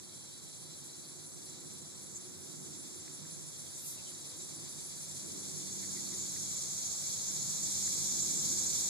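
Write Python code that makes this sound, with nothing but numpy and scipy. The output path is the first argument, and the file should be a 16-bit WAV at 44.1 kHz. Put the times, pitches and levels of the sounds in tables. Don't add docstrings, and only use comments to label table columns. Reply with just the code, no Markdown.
import sys
import numpy as np
from scipy import signal
from scipy.fft import rfft, irfft
from scipy.io import wavfile
from scipy.ndimage import uniform_filter1d

SR = 44100
rng = np.random.default_rng(int(sys.argv[2]) if len(sys.argv) > 2 else 0)


def int16_out(signal):
    q = np.round(np.clip(np.atleast_2d(signal).T, -1, 1) * 32767)
    wavfile.write(sys.argv[1], SR, q.astype(np.int16))


N = 392049
TIME = np.arange(N) / SR
HZ = np.fft.rfftfreq(N, 1 / SR)


def amp(db):
    return 10 ** (np.asarray(db) / 20)


def unit(x):
    return x / np.sqrt(np.mean(x ** 2) + 1e-20)


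def spectrum(points):
    f, value = np.transpose(points)
    return np.interp(np.log(HZ + 1), np.log(f + 1), value)


def curve(rows):
    return np.interp(TIME, *np.transpose(rows))


def white():
    return rng.standard_normal((2, N))


def shape(x, gain):
    return irfft(rfft(x) * gain, N)


def below(x, hz, steepness=20):
    return shape(x, 1 / (1 + (HZ / hz) ** steepness))


def colour(x, points):
    return shape(x, amp(spectrum(points)) * np.sqrt(SR / 2))


def band(x, hz, octaves):
    return unit(shape(x, np.exp(-.5 * (np.log2((HZ + 1) / hz) / octaves) ** 2)))


def drift(rate):
    return unit(shape(rng.standard_normal(N), np.exp(-.5 * (HZ / rate) ** 2)))


def reflect(x, wet, decay_s, count=30):
    delay, sign = rng.random((2, count)), rng.choice([-1., 1.], (2, count))
    arrival = np.clip(delay * decay_s * SR, 1, SR // 2 - 1).astype(int)
    taps = np.zeros((2, SR // 2))
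    np.put_along_axis(taps, arrival, sign * np.exp(-2 * delay), 1)
    taps *= wet / np.linalg.norm(taps, axis=1, keepdims=True)
    taps[:, 0] = 1
    return signal.oaconvolve(np.atleast_2d(x), taps / np.sqrt(1 + wet ** 2), axes=1)[:, :N]


# f/Hz, level/(dB per Hz)
ROAD_SPECTRUM = [(25, -101), (62, -100), (90, -78.5), (120, -82), (150, -69), (178, -77.5), (210, -80.5),
                 (295, -79), (375, -77), (405, -85.5), (650, -90.5), (1000, -94.5), (1600, -99),
                 (4000, -106)]
# t/s, level/dB (roar_ref_db leaves the spectrum as it is)
ROAR_LEVEL = [(0.0, -59), (0.1, -65.5), (1.5, -61.5), (1.66, -58), (1.93, -63.5), (2.65, -57.5),
              (3.79, -64.5), (4.65, -59), (5.0, -64.5), (5.2, -62.5), (5.3, -53.5), (5.6, -58.5),
              (6.21, -56.5), (6.6, -63.5), (7, -63.5), (7.3, -62), (8.05, -58.5), (8.4, -53), (8.89, -59.5)]
# t/s, level/dB (likewise against drone_ref_db)
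DRONE_LEVEL = [(0, -59.5), (.5, -58.5), (2.2, -60.5), (2.75, -56.5), (3, -64), (3.2, -53.5), (3.7, -58.5),
               (4.2, -61), (4.55, -55), (5.3, -58.5), (5.55, -54), (5.75, -59), (6.3, -54), (6.9, -58),
               (7.5, -49), (7.7, -57.5), (8.3, -51.5), (8.89, -54.5)]


def traffic(roar_ref_db=-59, drone_ref_db=-55, swell_s=0.08, approach_s=5.43):
    road = colour(white(), ROAD_SPECTRUM)
    rumble, below_roar, below_wash = (below(road, hz) for hz in (122, 200, 430))
    drone, roar, wash = below_roar - rumble, below_wash - below_roar, road - below_wash
    rumble_db = -4.5 + 1.1 * TIME
    roar_db = uniform_filter1d(curve(ROAR_LEVEL), round(swell_s * SR)) - roar_ref_db
    drone_db = uniform_filter1d(curve(DRONE_LEVEL), round(swell_s * SR)) - drone_ref_db
    drone_db += 0.5 * drift(rate=3.4)
    wash_db = -2.5 + 0.5 * TIME + 0.083 * roar_db
    wash_db += 0.83 * np.maximum(TIME - approach_s, 0)
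    return rumble * amp(rumble_db) + drone * amp(drone_db) + roar * amp(roar_db) + wash * amp(wash_db)


# t/s, relative level/dB
HUM_LEVEL = [(0.0, -66.5), (0.84, -80), (1.93, -64), (3.99, -77), (4.95, -74), (5.12, -61.5), (5.89, -55),
             (6.35, -57), (6.7, -63.5), (7.1, -62.5), (7.7, -54.5), (8.3, -56.5), (8.55, -52), (8.75, -59)]
# multiple of the firing rate, relative level/dB
HUM_HARMONICS = [(1, -6.5), (2, 1), (3, -15.5)]


def engine(firing_hz=96.8, gain_db=-0.5):
    firings = np.cumsum(firing_hz * (1 + 0.00406 * drift(rate=3.74))) / SR
    mic_phase = np.array([[0], [1.1]])
    hum = sum(amp(db) * np.sin(2 * np.pi * (multiple * firings + rng.random()) + mic_phase)
              for multiple, db in HUM_HARMONICS)
    return np.sqrt(2) * hum * amp(curve(HUM_LEVEL) + gain_db)


# f/Hz, level/(dB per Hz)
CHORUS_SPECTRUM = [(1500, -118), (2300, -103), (2850, -106), (3300, -96.5), (4100, -94), (4900, -95),
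                   (5800, -91), (7000, -91), (7750, -87.5), (8600, -93.5), (9200, -91), (9900, -89.5),
                   (10300, -91), (10650, -99.5), (11500, -104.5), (14000, -107)]
# t/s, gain/dB
CHORUS_SWELL = [(0, 2), (2, 2.5), (3.5, 4), (5, 6.5), (8.9, 5)]


def chorus(flutter_db=1.5):
    hiss = colour(white(), CHORUS_SPECTRUM)
    low, below_high = below(hiss, hz=5600), below(hiss, hz=8600)
    voices = (low, below_high - low, hiss - below_high)
    return sum(voice * amp(flutter_db * drift(rate=20)) for voice in voices) * amp(curve(CHORUS_SWELL))


# start t/s, end t/s, f/Hz, width/Hz, level/dB
INSECT_WHINES = [(0, 0.91, 3230, 22, -71.5), (0, 1.95, 4030, 60, -66.5), (0, 1.6, 4470, 55, -68.5),
                 (1.1, 2.4, 7700, 40, -65), (2.45, 2.6, 5420, 18, -70), (2.5, 3.3, 7400, 35, -61),
                 (2.9, 2.6, 6265, 15, -65), (3.7, 4.55, 3850, 35, -66), (3.7, 5.1, 4780, 37, -65),
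                 (4.4, 5.9, 4660, 22, -68), (5.6, 7.9, 4360, 15, -64), (6.3, 8.8, 4230, 24, -66),
                 (7.3, 10, 4030, 22, -62), (7.6, 9.4, 12900, 110, -68)]


def whines(fade_s=0.23, wander_hz=10):
    breath = rfft(white() + 0.93 * rng.standard_normal(N))
    bend = wander_hz * np.cumsum(drift(rate=4)) / SR
    tones = np.zeros((2, N))
    for start, end, hz, width, db in INSECT_WHINES:
        flutter = irfft(breath * np.exp(-.5 * (HZ / width) ** 2), N)
        flutter = np.roll(flutter, rng.integers(N), axis=1)
        swell = np.clip(np.minimum(TIME - start, end - TIME) / fade_s + .5, 0, 1)
        tones += amp(db) * swell * unit(flutter * np.sin(2 * np.pi * (hz * TIME + bend)))
    return tones


# t/s, level/dB, f/Hz
BIRD_CHIPS = [(3.54, -60, 3270), (3.665, -57, 3290), (3.845, -59, 2740), (3.985, -56, 2690),
              (4.075, -51, 3090), (5.835, -59.5, 2070), (5.975, -59, 2070), (6.13, -62, 2080)]


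def birds(fall_hz_per_s=6000, half_length_s=0.014):
    blur = 0.93 * drift(rate=190)
    notes = np.zeros(N)
    for s, db, hz in BIRD_CHIPS:
        t = TIME - s
        phase = 2 * np.pi * (hz * t - fall_hz_per_s * t ** 2 / 2)
        notes += amp(db) * np.exp(-(t / half_length_s) ** 2) * np.sin(phase + blur)
    return np.sqrt(2) * reflect(notes, wet=0.7, decay_s=0.04)


# t/s, level/dB, f/Hz
DRY_TICKS = [(3.078, -55, 1900), (3.251, -58, 1900), (4.112, -57, 2600), (6.362, -50, 1900),
             (7.876, -52, 1700)]


def ticks(decay_s=0.0038):
    noise = rng.standard_normal(N) + .6 * white()
    return sum(amp(db) * band(noise, hz, octaves=0.45) * (TIME > s) * np.exp(-abs(TIME - s) / decay_s)
               for s, db, hz in DRY_TICKS)


# peak t/s, rise/s, fall/s, level/dB, f/Hz, width/octaves
LEAF_BRUSHES = [(2.162, 0.011, .016, -44, 7130, 0.16), (3.785, 0.021, 0.0097, -46, 7540, 0.26),
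                (3.84, 0.058, 0.021, -54, 12000, 0.33), (3.885, 0.03, 0.042, -42.5, 8600, 0.6),
                (4.712, .008, .012, -54, 9500, 0.38)]


def leaves(grain_db=2):
    friction = white() * amp(grain_db * drift(rate=500))
    brushes = np.zeros((2, N))
    for s, rise, fall, db, hz, octaves in LEAF_BRUSHES:
        swell = np.exp(-.5 * np.maximum((s - TIME) / rise, (TIME - s) / fall) ** 2)
        brushes += amp(db) * band(friction, hz, octaves) * swell
    return brushes


# t/s, relative level/dB, f/Hz
CRICKET_CHIRPS = [(0.07, -59.5, 10100), (0.15, -59.5, 10150), (0.22, -59.5, 10160), (0.351, -57.5, 10090),
                  (0.523, -56.0, 10160), (0.64, -59.0, 10200), (0.79, -59.0, 10180), (0.966, -59.5, 10070),
                  (1.105, -53.5, 10100), (1.27, -55.0, 10100), (1.483, -57.0, 10190), (1.665, -58.0, 10080),
                  (1.741, -58.0, 10050), (1.868, -58.0, 10140), (2.057, -53.5, 10180),
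                  (2.236, -54.5, 10170), (2.425, -56.0, 10110), (2.624, -56.0, 10070),
                  (2.808, -53.5, 10070), (2.975, -55.5, 10070), (3.157, -54.0, 10060),
                  (3.324, -50.5, 10090), (3.478, -55.0, 10100), (3.607, -55.0, 10010),
                  (3.723, -56.5, 10080), (4.062, -59.5, 9970), (4.151, -57.0, 10070), (4.274, -58.5, 10110),
                  (4.439, -55.5, 10160), (4.559, -51.0, 10070), (4.71, -56.0, 10090), (4.851, -52.5, 10140),
                  (5.012, -53.5, 10100), (5.137, -54.5, 10110), (5.216, -56.5, 10150),
                  (5.291, -56.0, 10140), (5.432, -55.0, 10130), (5.569, -53.0, 10140),
                  (5.728, -56.5, 10090), (5.852, -54.0, 10070), (5.93, -54.5, 10170), (6.151, -55.5, 10150),
                  (6.311, -55.5, 10010), (6.415, -54.5, 10050), (6.592, -54.5, 10200),
                  (6.716, -56.5, 10100), (6.868, -54.5, 10090), (7.137, -57.0, 10150), (7.32, -56.0, 10140),
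                  (7.433, -55.5, 10060), (7.548, -56.0, 10110), (7.717, -55.0, 10060),
                  (7.867, -54.5, 10090), (8.002, -56.5, 10050), (8.322, -52.5, 10070),
                  (8.479, -53.0, 10080), (8.618, -53.0, 10040), (8.782, -52.5, 10150)]


def cricket(stroke_hz=125, half_length_s=0.029, sag=0.008, rasp=0.01, gain_db=-0.5):
    song, scrape = np.zeros(N), rasp * drift(rate=330)
    for s, db, tone_hz in CRICKET_CHIRPS:
        start, pace = rng.uniform(-1.1, 1, 2)
        during = abs(TIME - s) < 2 * half_length_s
        t = TIME[during] - s
        stroke = (t * stroke_hz * (1 + 0.083 * pace) + start) % 1
        hz = tone_hz * (1 - 2 * sag * (stroke - .5) + scrape[during])
        wings = unit(np.sin(np.pi * stroke) ** 2 * np.sin(2 * np.pi * np.cumsum(hz) / SR))
        song[during] += amp(db + gain_db) * wings * np.exp(-(t / half_length_s) ** 4)
    flutter = unit(amp(2 * drift(rate=54)))
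    return reflect(song * flutter, wet=0.9, decay_s=0.018)


# middle t/s, rise/s, gain/dB
EFFORT_SURGES = [(5.5, 0.3, 11), (7.6, 0.12, 3)]


def cicada_effort(base_db=-25, creep_db_per_s=1.0966, wake_s=0.76):
    waking = 1 - np.exp(-(TIME + 0.11) / wake_s)
    surges_db = sum(db / 2 * (1 + np.tanh((TIME - s) / (2 * rise))) for s, rise, db in EFFORT_SURGES)
    return waking * amp(base_db + creep_db_per_s * TIME + surges_db)


def cicada_throb(peak_s=7.43, rate_hz=13.87, slowing_hz_per_s=0.27, sharpness=2.8):
    t = TIME - peak_s
    pump = np.cos(2 * np.pi * (rate_hz * t - slowing_hz_per_s * t ** 2 / 2))
    spurts = np.exp(sharpness * (pump - 1)) * (1 + 0.6 * drift(rate=8))
    return spurts - spurts.mean()


# f/Hz, level/(dB per Hz)
CICADA_SPECTRUM = [(1500, -112), (2200, -88.5), (2400, -86), (2700, -100), (3300, -80), (4100, -75.5),
                   (4900, -76), (5600, -70), (6300, -68), (6750, -65), (7500, -68.5), (8100, -70.5),
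                   (9000, -76), (10200, -81), (10600, -83.5), (14000, -87)]
# onset t/s, f/Hz, width/Hz, level/dB relative to the song
ABDOMEN_RESONANCES = [(5.4, 6658, 35, -2), (5.9, 6815, 60, -6), (7.5, 7602, 40, -2)]


def cicada(click_hz=450, click_depth=0.37, throb_db=2.5, flutter_db=1.34, waver_db=3):
    clicks = np.cumsum(click_hz * (1 + 0.13 * drift(rate=30.1))) / SR
    buzz = unit(white() * (1 + click_depth * np.cos(2 * np.pi * clicks)))
    tymbals = colour(reflect(buzz, wet=0.65, decay_s=0.12, count=200), CICADA_SPECTRUM)
    song = tymbals.copy()
    for s, hz, width, db in ABDOMEN_RESONANCES:
        ring = shape(tymbals, 1 / (1 + (2 * (HZ - hz) / width) ** 2))
        onset = np.clip((TIME - s) / 0.23 + .5, 0, 1)
        song += ring * onset * amp(db + waver_db * drift(rate=9))
    throb = cicada_throb()
    core = shape(song, np.exp(-.5 * ((HZ - 7100) / 900) ** 2))
    skirt = (song - core) * amp(-0.5 * throb + drift(rate=24))
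    lower = below(core, hz=7050, steepness=40)
    voices = sum(voice * amp(throb_db * throb + flutter_db * drift(rate=30))
                 for voice in (lower, core - lower))
    return (voices + skirt) * cicada_effort()


# f/Hz, left minus right level/dB
GARDEN_BALANCE = [(50, 0), (90, -4), (120, 1), (160, -11), (240, -3), (370, -4), (700, -3.5), (1400, -0.5),
                  (3500, -1.2), (6700, -1.4), (9500, 0), (13000, -.3)]


def scene():
    garden = traffic() + engine() + chorus() + whines() + birds() + cricket() + cicada()
    pan = amp(np.outer([.5, -.5], spectrum(GARDEN_BALANCE)))
    pan /= np.sqrt(np.mean(pan ** 2, axis=0))
    return shape(garden, pan) + ticks() + leaves()


# f/Hz, share (0-1)
WIDENER_SHARE = [(50, 0.4), (110, 0.15), (300, 0.01), (550, 0), (850, 0.76), (1450, 0.9), (2900, 1),
                 (4300, 0.51), (5800, 0.31), (8500, 0.24), (11000, 0.2), (14000, 0.5)]


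def record(dry, delay_s=1 / 2910, edge_hz=13900):
    late = np.exp(-2j * np.pi * HZ * delay_s)
    share = spectrum(WIDENER_SHARE)
    opposite = shape(dry[::-1], share * late)
    wide = shape(dry - opposite, 1 / np.sqrt(1 + share ** 2))
    lowpass = signal.firwin(1023, edge_hz, window=("kaiser", 9), fs=SR)
    return signal.oaconvolve(wide, lowpass[None], "same")


dry = scene()
out = record(dry)
int16_out(out)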